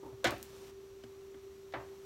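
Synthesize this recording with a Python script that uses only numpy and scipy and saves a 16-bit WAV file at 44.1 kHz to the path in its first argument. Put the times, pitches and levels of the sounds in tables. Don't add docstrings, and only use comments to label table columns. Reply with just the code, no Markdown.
import sys
import numpy as np
from scipy import signal
from scipy.fft import rfft, irfft
from scipy.io import wavfile

SR = 44100
rng = np.random.default_rng(int(sys.argv[2]) if len(sys.argv) > 2 else 0)


def int16_out(signal):
    q = np.round(np.clip(np.atleast_2d(signal).T, -1, 1) * 32767)
    wavfile.write(sys.argv[1], SR, q.astype(np.int16))


N = 90404
T = np.arange(N) / SR


def from_db(db):
    return 10 ** (np.asarray(db) / 20)


def rms_one(x):
    return x / np.sqrt(np.mean(x ** 2) + 1e-20)


def at_hz(points, hz):
    table_hz, values = np.transpose(points)
    return np.interp(np.log(np.maximum(hz, 1)), np.log(table_hz), values)


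def cut(x, hz, kind, order=2):
    sos = signal.butter(order, min(hz, SR / 2 - 1000), kind, fs=SR, output="sos")
    return signal.sosfilt(sos, x + 1e-18)


def coloured(x, spectrum):
    gain = from_db(at_hz(spectrum, np.fft.rfftfreq(N, 1 / SR)))
    return rms_one(irfft(rfft(x) * gain, N))


def drift(rate_hz):
    rolloff = 1 + (np.fft.rfftfreq(N, 1 / SR) / rate_hz) ** 2
    return rms_one(irfft(rfft(rng.standard_normal(N)) / rolloff, N))


def add(out, s, x):
    i = max(int(s * SR), 0)
    out[i:i + len(x)] += x[:N - i]


def ring(modes, t):
    out = np.zeros(len(t))
    for k, (hz, db, t60) in enumerate(modes):
        out += (-1) ** k * from_db(db - 60 * t / t60) * np.sin(2 * np.pi * hz * t)
    return out


def dying_noise(spectrum, t60_at, t, ripple_db=0):
    hz = np.fft.rfftfreq(len(t), 1 / SR)
    phases = np.exp(2j * np.pi * rng.random(len(hz)))
    lines = from_db(at_hz(spectrum, hz) + ripple_db) * phases
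    lines = lines / np.std(irfft(lines, len(t)))
    edges = 45 * 2. ** np.arange(10)
    out = np.zeros(len(t))
    for lo, hi in zip(edges, edges[1:]):
        octave = irfft(lines * (hz >= lo) * (hz < hi), len(t))
        out += octave * from_db(-60 * t / t60_at(np.sqrt(lo * hi)))
    return out


def soft_blows(blows, body):
    out = np.zeros(N)
    for s, db in blows:
        add(out, s, from_db(db) * body)
    return out


def appliance_hum():
    # (time [s], RMS level [dB])
    hum_level = [(0, -51), (.2, -52.5), (.38, -55), (.64, -52), (.74, -53.5), (.8, -49.5), (.86, -53),
                 (.92, -52.5), (1.08, -52.5), (1.37, -51), (1.42, -56), (1.47, -50.5), (1.65, -52.5),
                 (1.93, -50), (1.985, -53.5), (2.03, -51.5)]
    hum_hz, waver_db, waver_hz = 389.6, 1.55, 43
    level_db = np.interp(T, *np.transpose(hum_level)) + waver_db * drift(waver_hz)
    return np.sqrt(2) * from_db(level_db) * np.sin(2 * np.pi * hum_hz * T)


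def whine():
    # (frequency [Hz], RMS level [dB])
    whine_tones = [(5841, -80), (7790, -89.5), (12850, -95), (13243, -86), (14411, -90)]
    phase_rate_hz = 6.1
    out = np.zeros(N)
    for hz, db in whine_tones:
        out += from_db(db) * np.sin(2 * np.pi * hz * T + drift(phase_rate_hz))
    return np.sqrt(2) * out


def room_air():
    # (frequency [Hz], density [dB per Hz])
    air_spectrum = [(20, -42), (35, -8.5), (65, -3.5), (105, -5.5), (170, -12), (310, -10.5), (550, -17.5),
                    (950, -20.5), (1150, -18), (1600, -24), (4000, -26), (7000, -29), (8500, -34),
                    (11500, -34), (15500, -37)]
    air_db = -61
    return from_db(air_db) * coloured(rng.standard_normal(N), air_spectrum)


def scuff():
    # (time [s], level [dB], attack [s], hold [s]); the hold includes the attack
    scuffs = [(0.028, -51.5, 0.0022, 0.045), (1.901, -59.5, 0.027, 0.031)]
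    # (frequency [Hz], density [dB per Hz])
    scuff_spectrum = [(150, -13), (300, 7), (480, -1.5), (700, -6.5), (850, 1.5), (1150, -7), (1450, -19.5),
                      (4000, -36)]
    scuff_t60_s = 0.29
    shape = np.zeros(N)
    for s, db, attack, hold in scuffs:
        fade_db = -60 * np.maximum(T - s - hold, 0) / scuff_t60_s
        shape += np.clip((T - s) / attack, 0, 1) * from_db(db + fade_db)
    return shape * coloured(rng.standard_normal(N), scuff_spectrum)


def knocks():
    # (time [s], level before filters [dB], low-pass [Hz], high-pass [Hz],
    #            pan ring [dB], clack t60 [s], room [dB])
    contacts = [(.0315, -32, 900, 500, -7, .04, -3), (.126, -26, 1080, 200, -6, .07, 0),
                (.232, -21, 700, 398, 1, 0.1, 20), (.2432, 0, 10200, 350, -11, 0.088, 1),
                (0.2514, 1.5, 3030, 268, 2.5, 0.07, 0.5), (0.2693, -5.5, 8900, 1800, -30, 0.086, 3),
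                (.289, -9.5, 1180, 587, -14, 0.22, -14), (.318, -4.5, 730, 490, -17, .1, -15),
                (1.0375, -23.5, 9200, 300, -16, 0.034, -6), (1.3425, -29.5, 2780, 215, -3, .05, -10),
                (1.7231, -27, 6000, 885, -4, 0.072, -6.5), (1.738, -7, 1790, 376, -0.5, 0.11, 4.5),
                (1.812, -28, 1200, 350, -13, 0.065, 7)]
    # (frequency [Hz], relative level [dB])
    pan_modes = [(237, -0.5), (298, -3.5), (346, 2), (530, -26), (585, -7), (715, -5), (763, -3), (985, -6),
                 (1129, -6), (1481, -2), (1715, -3), (1830, -14), (2001, 2), (2140, -0.5), (2295, -2),
                 (3060, -10), (3784, -6), (4145, -4)]
    # (frequency [Hz], t60 [s])
    pan_t60 = [(240, .26), (1000, .25), (1500, .17), (4000, .13)]
    # (frequency [Hz], relative density [dB per Hz])
    clack_spectrum = [(100, -3), (200, -15), (330, -11.5), (450, -10.5), (580, 7), (900, -11.5),
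                      (1550, -1.5), (2000, -8.5), (2500, -12.5), (3100, -4.5), (4100, -10.5), (6000, -13),
                      (9000, -22), (15000, -18)]
    # (frequency [Hz], relative density [dB per Hz])
    room_spectrum = [(100, -5), (200, 1), (400, -9.5), (650, -3.5), (1100, -7.5), (2000, -13), (4000, -17),
                     (8000, -31), (15000, -36)]
    # (frequency [Hz], t60 [s])
    room_t60 = [(100, .45), (500, .29), (2000, .3), (6000, .26), (15000, .22)]
    pan_db, clack_db, room_base_db = -37, -24.5, -32
    room_build_s, ripple_db, ripple_step_hz = 0.016, 4.5, 12

    out, t = np.zeros(N), T[:2 ** 15]
    pan = ring([(hz, db, at_hz(pan_t60, hz)) for hz, db in pan_modes], t)
    hz = np.fft.rfftfreq(len(t), 1 / SR)
    signs = rng.choice([-1, 1], len(hz))
    ripple = ripple_db * np.interp(hz / ripple_step_hz, np.arange(len(hz)), signs)
    build = 1 - np.exp(-t / room_build_s)
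    for s, db, dull_hz, thin_hz, ring_db, clack_t60, room_db in contacts:
        pan_ring = from_db(pan_db + ring_db) * pan
        clack = from_db(clack_db) * dying_noise(clack_spectrum, lambda hz: clack_t60, t)
        reverb = dying_noise(room_spectrum, lambda hz: at_hz(room_t60, hz), t, ripple)
        room = from_db(room_base_db + room_db) * reverb * build
        dulled = cut(pan_ring + clack + room, dull_hz, "low")
        add(out, s, from_db(db) * cut(dulled, thin_hz, "high"))
    return out


def stove_thumps():
    # (time [s], level before the low-pass [dB])
    thump_blows = [(.05, -53.5), (.124, -48.5), (.262, -38.5), (.33, -49), (1.038, -57.5), (1.765, -46.5)]
    # (frequency [Hz], relative level [dB], t60 [s])
    stove_modes = [(69.9, -9, 0.51), (101, -10, 0.53), (121.5, 2, 0.18)]
    soft_hz = 190
    return soft_blows(thump_blows, cut(ring(stove_modes, T), soft_hz, "low", order=4))


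def pats():
    # (time [s], level [dB])
    pat_blows = [(.126, -59), (1.038, -50.5), (1.343, -54)]
    # (frequency [Hz], relative level [dB], t60 [s])
    pat_modes = [(238, 0, 0.18), (317, -1, 0.11), (610, -7, 0.043)]
    return soft_blows(pat_blows, ring(pat_modes, T))


def landing_slap():
    # (time [s], level [dB])
    slap_blows = [(.2436, -20)]
    # (frequency [Hz], relative level [dB], t60 [s])
    slap_modes = [(530, -2, 0.047), (657, -3.5, 0.045)]
    return soft_blows(slap_blows, ring(slap_modes, T))


def sizzle():
    # (fade-in start [s], fade-out start [s], level [dB])
    spells = [(0.283, .708, -59), (1.77, 2.053, -67)]
    # (frequency [Hz], level [dB])
    sizzle_spectrum = [(300, 11), (600, 7), (1500, 2), (4000, -0.5), (5900, -0.5), (8300, -6),
                       (11500, -7.5), (15500, -12)]
    grains_per_s, grain_spread_db = 9000, -0.5
    attack_s, release_s = 0.039, 0.01
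    born = rng.random(N) < grains_per_s / SR
    strength = rng.standard_normal(N)
    spread = from_db(grain_spread_db * np.minimum(rng.exponential(1, N), 5))
    grains = born * strength * spread
    level = np.zeros(N)
    for start, stop, db in spells:
        fade_in = np.clip((T - start) / attack_s, 0, 1)
        fade_out = np.clip(1 - (T - stop) / release_s, 0, 1)
        level += from_db(db) * fade_in * fade_out
    return level * coloured(grains, sizzle_spectrum)


def spits():
    # (time [s], level before the high-pass [dB])
    bursts = [(0.3083, -20.5), (0.3456, -41), (.3815, -34), (.4284, -19.5)]
    low_hz, tail_db, tail_t60_s = 3700, -32.5, 0.16
    out = np.zeros(N)
    for s, db in bursts:
        snap = from_db(tail_db - 60 * T / tail_t60_s) * rng.standard_normal(N)
        snap[0] = 1
        add(out, s, from_db(db) * cut(snap, low_hz, "high"))
    return out


def scene():
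    background = appliance_hum() + whine() + room_air()
    blows = knocks() + stove_thumps() + pats() + landing_slap()
    return (background + scuff() + blows + sizzle() + spits())[None]


def record(dry):
    # (frequency [Hz], depth [dB], width [Hz])
    mic_dips = [(4846, -5.5, 186), (10460, -7, 660)]
    low_cut_hz, top_hz = 39, 15900
    x = cut(dry, low_cut_hz, "high", order=4)
    for hz, db, width_hz in mic_dips:
        band = signal.lfilter(*signal.iirpeak(hz, hz / width_hz, fs=SR), x)
        x = x + (from_db(db) - 1) * band
    top_cut = signal.ellip(10, .1, 70, top_hz, fs=SR, output="sos")
    return signal.sosfilt(top_cut, x)


dry = scene()
out = record(dry)
int16_out(out)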